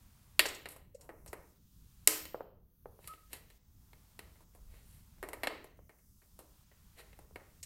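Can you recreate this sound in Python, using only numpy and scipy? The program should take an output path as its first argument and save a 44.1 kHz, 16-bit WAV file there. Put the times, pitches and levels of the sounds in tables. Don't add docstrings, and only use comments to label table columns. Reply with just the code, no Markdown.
import sys
import numpy as np
from scipy import signal
from scipy.fft import rfft, irfft, next_fast_len
from scipy.io import wavfile
from scipy.ndimage import uniform_filter1d, map_coordinates

SR = 44100
rng = np.random.default_rng(int(sys.argv[2]) if len(sys.argv) > 2 else 0)


def master_out(mix):
    frames = np.transpose(np.atleast_2d(mix))
    ceiling = np.clip(frames, -1, 1)
    pcm = np.round(ceiling * 32767).astype(np.int16)
    wavfile.write(sys.argv[1], SR, pcm)


N = 337365

# freq_hz, density_db_per_hz (relative)
RUMBLE_SPECTRUM = [(15, -11.5), (25, -3), (37, -6.5), (50, -1.5), (80, -4), (120, -10), (200, -14),
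                   (300, -26), (500, -37), (1500, -90)]
# time_s, level_db
RUMBLE_LEVEL = [(0, -63), (2.6, -63), (4.55, -62.5), (5.4, -61), (6.2, -66), (7.65, -61)]
# freq_hz, density_db_per_hz (relative)
HISS_SPECTRUM = [(200, -12), (400, -5.5), (1000, 0.5), (2000, -5), (4000, -5.5), (8000, -5), (12000, -5.5),
                 (13000, -2.5), (15500, -5.5)]
HISS_DB = -69
# freq_hz, rate_db_per_s
SINK_RETURN = [(400, 43), (2500, 38), (8000, 50.5), (13000, 95)]
# freq_hz, depth_db
SINK_DEEPEST = [(400, 19), (3000, 28), (12000, 26), (12600, 15)]
SINK_DELAY_S, SINK_DB_PER_DB, SINK_THRESHOLD_DB = .25, 0.89, 6.5

# freq_hz, t60_s
ROOM_T60 = [(150, 0.94), (500, 0.42), (1500, 0.48), (3000, 0.55), (7000, 0.37), (11000, 0.31),
            (15000, 0.72)]
# freq_hz, level_db
ROOM_COLOUR = [(200, -1), (450, 2.5), (1200, 1), (2500, -4.5), (8000, -3), (12000, -4.5), (15000, -5.5)]

# freq_hz, width_hz, level_db
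BOARD = [(310, 20, 0.5), (460, 330, 11), (596, 23, 4), (634, 6.7, -7.5), (817, 44, -8.5), (935, 40, -2),
         (1300, 41, -13.5)]
# freq_hz, width_hz, level_db
ARMS = [(1907, 170, 4.5), (2100, 160, 1.5), (2140, 81, -6.5)]
# freq_hz, width_hz, level_db
JAWS = [(2760, 300, 0), (3043, 140, -2), (3380, 160, -5), (3870, 170, 0), (4140, 110, 0), (4470, 130, -4)]
# freq_hz, width_hz, level_db
RING = [(5600, 400, -7), (6850, 300, -4), (7215, 200, 2), (7840, 300, -2), (8350, 220, -1)]
# freq_hz, width_hz, level_db
CRACK = [(8750, 450, 0), (10320, 600, 0), (11330, 500, 0), (12040, 400, -4), (12800, 500, -5),
         (14500, 1200, -15)]
# modes, low_hz, high_hz
PARTS = [(BOARD, 250, 1350), (ARMS, 1300, 2600), (JAWS, 2500, 4700), (RING, 4700, 8600),
         (CRACK, 8400, 14300)]
# freq_hz, level_db, t60_s
AFTER_RING = [(311, -2, .45), (436, 0, .36), (583, -6, .35), (1028, -8, .45), (1265, -6, .4),
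              (1550, -11, .36), (3068, -9, .6), (7200, -7, .28)]

FIDGET_COUNT, FIDGET_SPAN_S = 8, (3.0, 7.5)
FIDGET_DB, FIDGET_SPREAD_DB = -74, 8.5
# centre_s, scrape_db, hardness_hz, fizz_db, half_s
RUBS = [(0.716, -84, 2000, -52.5, 0.024), (1.037, -60, 800, -66, 0.039), (3.088, -63.5, 6050, -57.5, 0.069),
        (3.349, -56.5, 5000, -54.5, 0.032), (4.76, -66.5, 4560, -67, 0.064),
        (4.93, -75.5, 6030, -60, 0.088), (6.997, -56.5, 4430, -59.5, .023)]
# centre_s, half_s, pitch_hz, level_db
UNSTEADY_TONES = [(.953, 0.0046, 520, -44.5), (3.087, 0.0056, 1236, -53.5), (3.116, 0.026, 1282, -48.5)]
# start_s, level_db
PINGS = [(0.46, -40), (0.485, -44.5), (0.547, -52), (0.739, -72), (0.947, -63.5), (1.01, -60),
         (1.277, -55.5), (7.6289, -46)]
PING_COLOUR_DB = [-24.5, -16.5, -12.5, -0.5, -8]
PING_T60_S = 0.082
# start_s, knock_db, hardness_hz, tick_db, rattle_t60_s
CONTACTS = [(0.4557, -39, 3950.0, -58.6, 0.028), (0.657, -47.5, 3160, -60.4, 0.055),
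            (0.688, -64.5, 2170, -53, 0.02), (0.763, -57.5, 950, -61.5, 0.06),
            (1.0918, -47, 1340, -70.5, 0.086), (1.262, -55.5, 1110.0, -58.5, 0.26),
            (1.3305, -44, 1560, -53.7, 0.043), (2.254, -57, 7130.0, -58, 0.013),
            (3.043, -67.5, 4480, -73, 0.012), (3.075, -64, 5480, -49, 0.04),
            (3.137, -63.5, 3950, -82, 0.0084), (3.3311, -55, 6500, -47, 0.048),
            (3.502, -68, 5140.0, -70, 0.1), (3.9319, -64.5, 3320.0, -76, 0.011),
            (4.1916, -53.0, 3700, -56, 0.02), (4.4066, -63.5, 1030, -76.5, 0.086),
            (4.55, -61, 1053, -68.5, 0.15), (5.228, -43.5, 1570, -55, 0.015),
            (5.2354, -43.5, 1590, -59, 0.1), (5.2879, -49, 1550.0, -53, 0.027),
            (5.3322, -45.4, 2040, -51, 0.043), (5.434, -36.8, 2800, -48.5, 0.091),
            (5.4719, -36, 3570, -49, 0.016), (5.643, -62.5, 2540, -62.5, 0.046),
            (5.894, -61.0, 2066, -74, 0.093), (6.391, -52.5, 710, -57.5, 0.13),
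            (6.715, -68.8, 2580, -92, 0.075), (7.13, -65, 2700, -78.2, 0.027),
            (7.19, -56, 1120, -66.5, 0.041), (7.3587, -48, 2140.0, -64.5, 0.019)]
TICK_COLOUR_DB = [-33, -15, -9.5, -8, 1]
AFTER_CONTACT_DB = -15
# start_s, direct_peak_db, pitch_hz
KNOCKS = [(2.3452, -27.5, 463), (2.4072, -30.5, 477), (2.8575, -36.5, 460), (2.991, -48.5, 462),
          (5.645, -42.5, 444), (5.791, -49, 482), (7.31, -54.5, 460)]
# start_s, board_db, arms_db, jaws_db, ring_db, crack_db, chatter_t60_s, tear_s, room_db, after_db
SNIPS = [(0.3933, -33.5, -25.5, -21.5, -32.5, -26.5, 0.059, .0014, -3.5, -45.5),
         (2.0741, -38.5, -31.5, -29, -22, -20, 0.0048, .0026, 0.5, -40.5)]
TOP_HZ = 15900


def amp(db):
    return 10 ** (np.asarray(db) / 20)


def unit(x):
    return x / np.sqrt(np.mean(x ** 2) + 1e-20)


def along(points, hz):
    point_hz, values = np.transpose(points)
    return np.interp(np.log(hz + 1), np.log(point_hz), values)


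def curves(rows):
    time_s, *columns = np.transpose(rows)
    return [np.interp(np.arange(N) / SR, time_s, column) for column in columns]


def filtered(x, response):
    size = next_fast_len(len(x) + 8192)
    return irfft(rfft(x, size) * response(np.fft.rfftfreq(size, 1 / SR)), size)[:len(x)]


def add(track, start_s, sound):
    i = max(round(start_s * SR), 0)
    track[i:i + len(sound)] += sound[:max(N - i, 0)]


def room(x, early_db, late_db, direct=True, early_t60_s=0.069):
    t = np.arange(SR * 3 // 4) / SR
    hz, frames_s, z = signal.stft(rng.standard_normal(len(t)), SR, nperseg=256)
    fade_db = along(ROOM_COLOUR, hz)[:, None] - 60 * frames_s / along(ROOM_T60, hz)[:, None]
    build_up = 1 - np.exp(-t / .022)
    late = signal.istft(z * amp(fade_db), SR, nperseg=256)[1][:len(t)] * build_up
    early = rng.standard_normal(len(t)) * amp(-60 * t / early_t60_s) * (t > .003)
    answer = amp(early_db) * early / np.linalg.norm(early)
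    answer += amp(late_db) * late / np.linalg.norm(late)
    return signal.fftconvolve(x, answer + direct * (t == 0))


def resonate(force, levels_db, dense_db=-11):
    out = np.zeros(len(force))
    for (modes, low_hz, high_hz), db in zip(PARTS, levels_db):
        def response(f):
            return sum(amp(g) * 1j * f * w / (c * c - f * f + 1j * f * w) for c, w, g in modes)

        ring = filtered(force, response) + amp(dense_db) * force
        band = signal.butter(3, [low_hz, high_hz], "band", fs=SR, output="sos")
        ring = signal.sosfilt(band, ring)
        out += amp(db) * ring / np.linalg.norm(ring) * np.sqrt(SR / 100)
    return out


def softened(hz, hardness_hz):
    return 1 / np.sqrt(1 + (hz / hardness_hz) ** 6)


def touch_levels_db(knock_db, hardness_hz, tick_db):
    centres_hz = np.array([np.sqrt(low_hz * high_hz) for _, low_hz, high_hz in PARTS])
    knock = amp(knock_db) * softened(centres_hz, hardness_hz)
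    tick = amp(tick_db + np.array(TICK_COLOUR_DB))
    return 20 * np.log10(np.hypot(knock, tick))


def tap(levels_db, t60_s, push_db=-1, rise_s=0.00052):
    t = np.arange(SR // 8) / SR
    rattle = rng.standard_normal(len(t)) * amp(-60 * t / t60_s) * (1 - np.exp(-t / rise_s))
    force = amp(push_db) * (t == 0) + rattle / np.linalg.norm(rattle)
    around = resonate((t == 0) * 1., levels_db, dense_db=-7)
    sound = room(around, early_db=-9.0, late_db=-10.0, direct=False)
    sound[:len(t)] += resonate(force, levels_db)
    return sound


def coloured_noise(spectrum):
    return unit(filtered(rng.standard_normal(N), lambda f: amp(along(spectrum, f))))


def rumble():
    lumps_db = 2.5 * map_coordinates(rng.standard_normal(96), [np.linspace(0, 95, N)])
    return coloured_noise(RUMBLE_SPECTRUM) * amp(curves(RUMBLE_LEVEL)[0] + lumps_db)


def sinking_hiss(sounds):
    hiss = amp(HISS_DB) * coloured_noise(HISS_SPECTRUM)
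    hz, frames_s, (z, loud) = signal.stft(np.array([hiss, sounds]), SR, nperseg=512)
    hiss_power = np.mean(np.abs(z) ** 2, axis=1, keepdims=True).clip(1e-14)
    over = uniform_filter1d(np.abs(loud) ** 2, size=9, axis=0) / hiss_power
    keep = amp(-along(SINK_RETURN, hz) * frames_s[1]) ** 2
    memory = []
    for band, k in zip(over, keep):
        faded = signal.lfilter([1 - k], [1, -k], np.abs(band))
        memory.append(np.interp(frames_s - SINK_DELAY_S, frames_s, faded, left=0))
    gain = (1 + np.array(memory) / amp(SINK_THRESHOLD_DB) ** 2) ** (-SINK_DB_PER_DB / 2)
    least = amp(-along(SINK_DEEPEST, hz))[:, None]
    return signal.istft(z * np.maximum(gain, least), SR, nperseg=512)[1][:N]


def bump():
    centre_s, half_s, centre_hz, width_hz, level_db = 4.68, .08, 42, 30, -52
    swell = np.exp(-((np.arange(N) / SR - centre_s) / half_s) ** 2)
    low = unit(filtered(rng.standard_normal(N), lambda f: np.exp(-((f - centre_hz) / width_hz) ** 2)))
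    return amp(level_db) * swell * low


def fidgets(hardness_hz=2200, tick_db=-80, t60_s=0.099):
    out = np.zeros(N)
    for when, strength in rng.random((FIDGET_COUNT, 2)):
        knock_db = FIDGET_DB + FIDGET_SPREAD_DB * (2 * strength - 1)
        start_s = np.interp(when, [0, 1], FIDGET_SPAN_S)
        add(out, start_s, tap(touch_levels_db(knock_db, hardness_hz, tick_db), t60_s, push_db=-17))
    return out


def rubs(grain_db=4):
    out, t = np.zeros(N), np.arange(-SR // 8, SR // 8) / SR
    for centre_s, scrape_db, hardness_hz, fizz_db, half_s in RUBS:
        slips = rng.standard_normal(len(t)) * amp(grain_db * rng.standard_normal(len(t)))
        force = slips * np.exp(-(t / half_s) ** 2)
        slide = resonate(force, touch_levels_db(scrape_db, hardness_hz, fizz_db))
        add(out, centre_s + t[0], room(slide, early_db=-15, late_db=-8.5))
    return out


def unsteady_tones(waver=0.011):
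    out, t = np.zeros(N), np.arange(-SR // 8, SR // 8) / SR
    for centre_s, half_s, pitch_hz, level_db in UNSTEADY_TONES:
        drift = unit(uniform_filter1d(rng.standard_normal(len(t)), size=200))
        phase = 2 * np.pi * np.cumsum(pitch_hz * (1 + waver * drift)) / SR
        tone = np.sqrt(2) * amp(level_db) * np.sin(phase) * np.exp(-(t / half_s) ** 2)
        add(out, centre_s + t[0], room(tone, early_db=-14, late_db=-14.0))
    return out


def pings():
    out = np.zeros(N)
    for start_s, level_db in PINGS:
        add(out, start_s, tap(level_db + np.array(PING_COLOUR_DB), PING_T60_S, push_db=-9))
    return out


def contacts():
    out, t = np.zeros(N), np.arange(SR // 2) / SR
    for start_s, knock_db, hardness_hz, tick_db, rattle_t60_s in CONTACTS:
        add(out, start_s, tap(touch_levels_db(knock_db, hardness_hz, tick_db), rattle_t60_s))
        for freq_hz, level_db, t60_s in AFTER_RING:
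            ring_db = knock_db + AFTER_CONTACT_DB + level_db + rng.normal(0, 1.8)
            envelope = softened(freq_hz, hardness_hz) * amp(ring_db - 60 * t / t60_s)
            add(out, start_s, envelope * np.sin(2 * np.pi * freq_hz * t))
    return out


def knocks(t60_s=0.013, rise_s=0.00046):
    out, t = np.zeros(N), np.arange(SR // 20) / SR
    for start_s, peak_db, pitch_hz in KNOCKS:
        envelope = amp(-60 * t / t60_s) * (1 - np.exp(-(t / rise_s) ** 2))
        thud = np.gradient(np.sin(2 * np.pi * pitch_hz * t) * envelope)
        thud *= amp(peak_db) / np.abs(thud).max()
        add(out, start_s, room(thud, early_db=-7.5, late_db=-13.5))
    return out


def snips(chatter_db=-9):
    out, t = np.zeros(N), np.arange(SR // 2) / SR
    for start_s, *levels_db, chatter_t60_s, tear_s, room_db, after_db in SNIPS:
        envelope = np.exp(-(t / tear_s) ** 4) + amp(chatter_db - 60 * t / chatter_t60_s)
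        add(out, start_s, resonate(rng.standard_normal(len(t)) * envelope, levels_db))
        around = resonate((t == 0) * 1., levels_db, dense_db=0.5)
        add(out, start_s, room(around, early_db=-10, late_db=-8.5 + room_db, direct=False))
        for freq_hz, level_db, t60_s in AFTER_RING:
            add(out, start_s, amp(after_db + level_db - 60 * t / t60_s) * np.sin(2 * np.pi * freq_hz * t))
    return out


def scene():
    sounds = bump() + fidgets() + rubs() + unsteady_tones() + pings() + contacts() + knocks() + snips()
    return (rumble() + sinking_hiss(sounds) + sounds)[None]


def record(dry):
    return np.array([filtered(x, lambda f: 1 / np.sqrt(1 + (f / TOP_HZ) ** 200)) for x in dry])


dry = scene()
out = record(dry)
master_out(out)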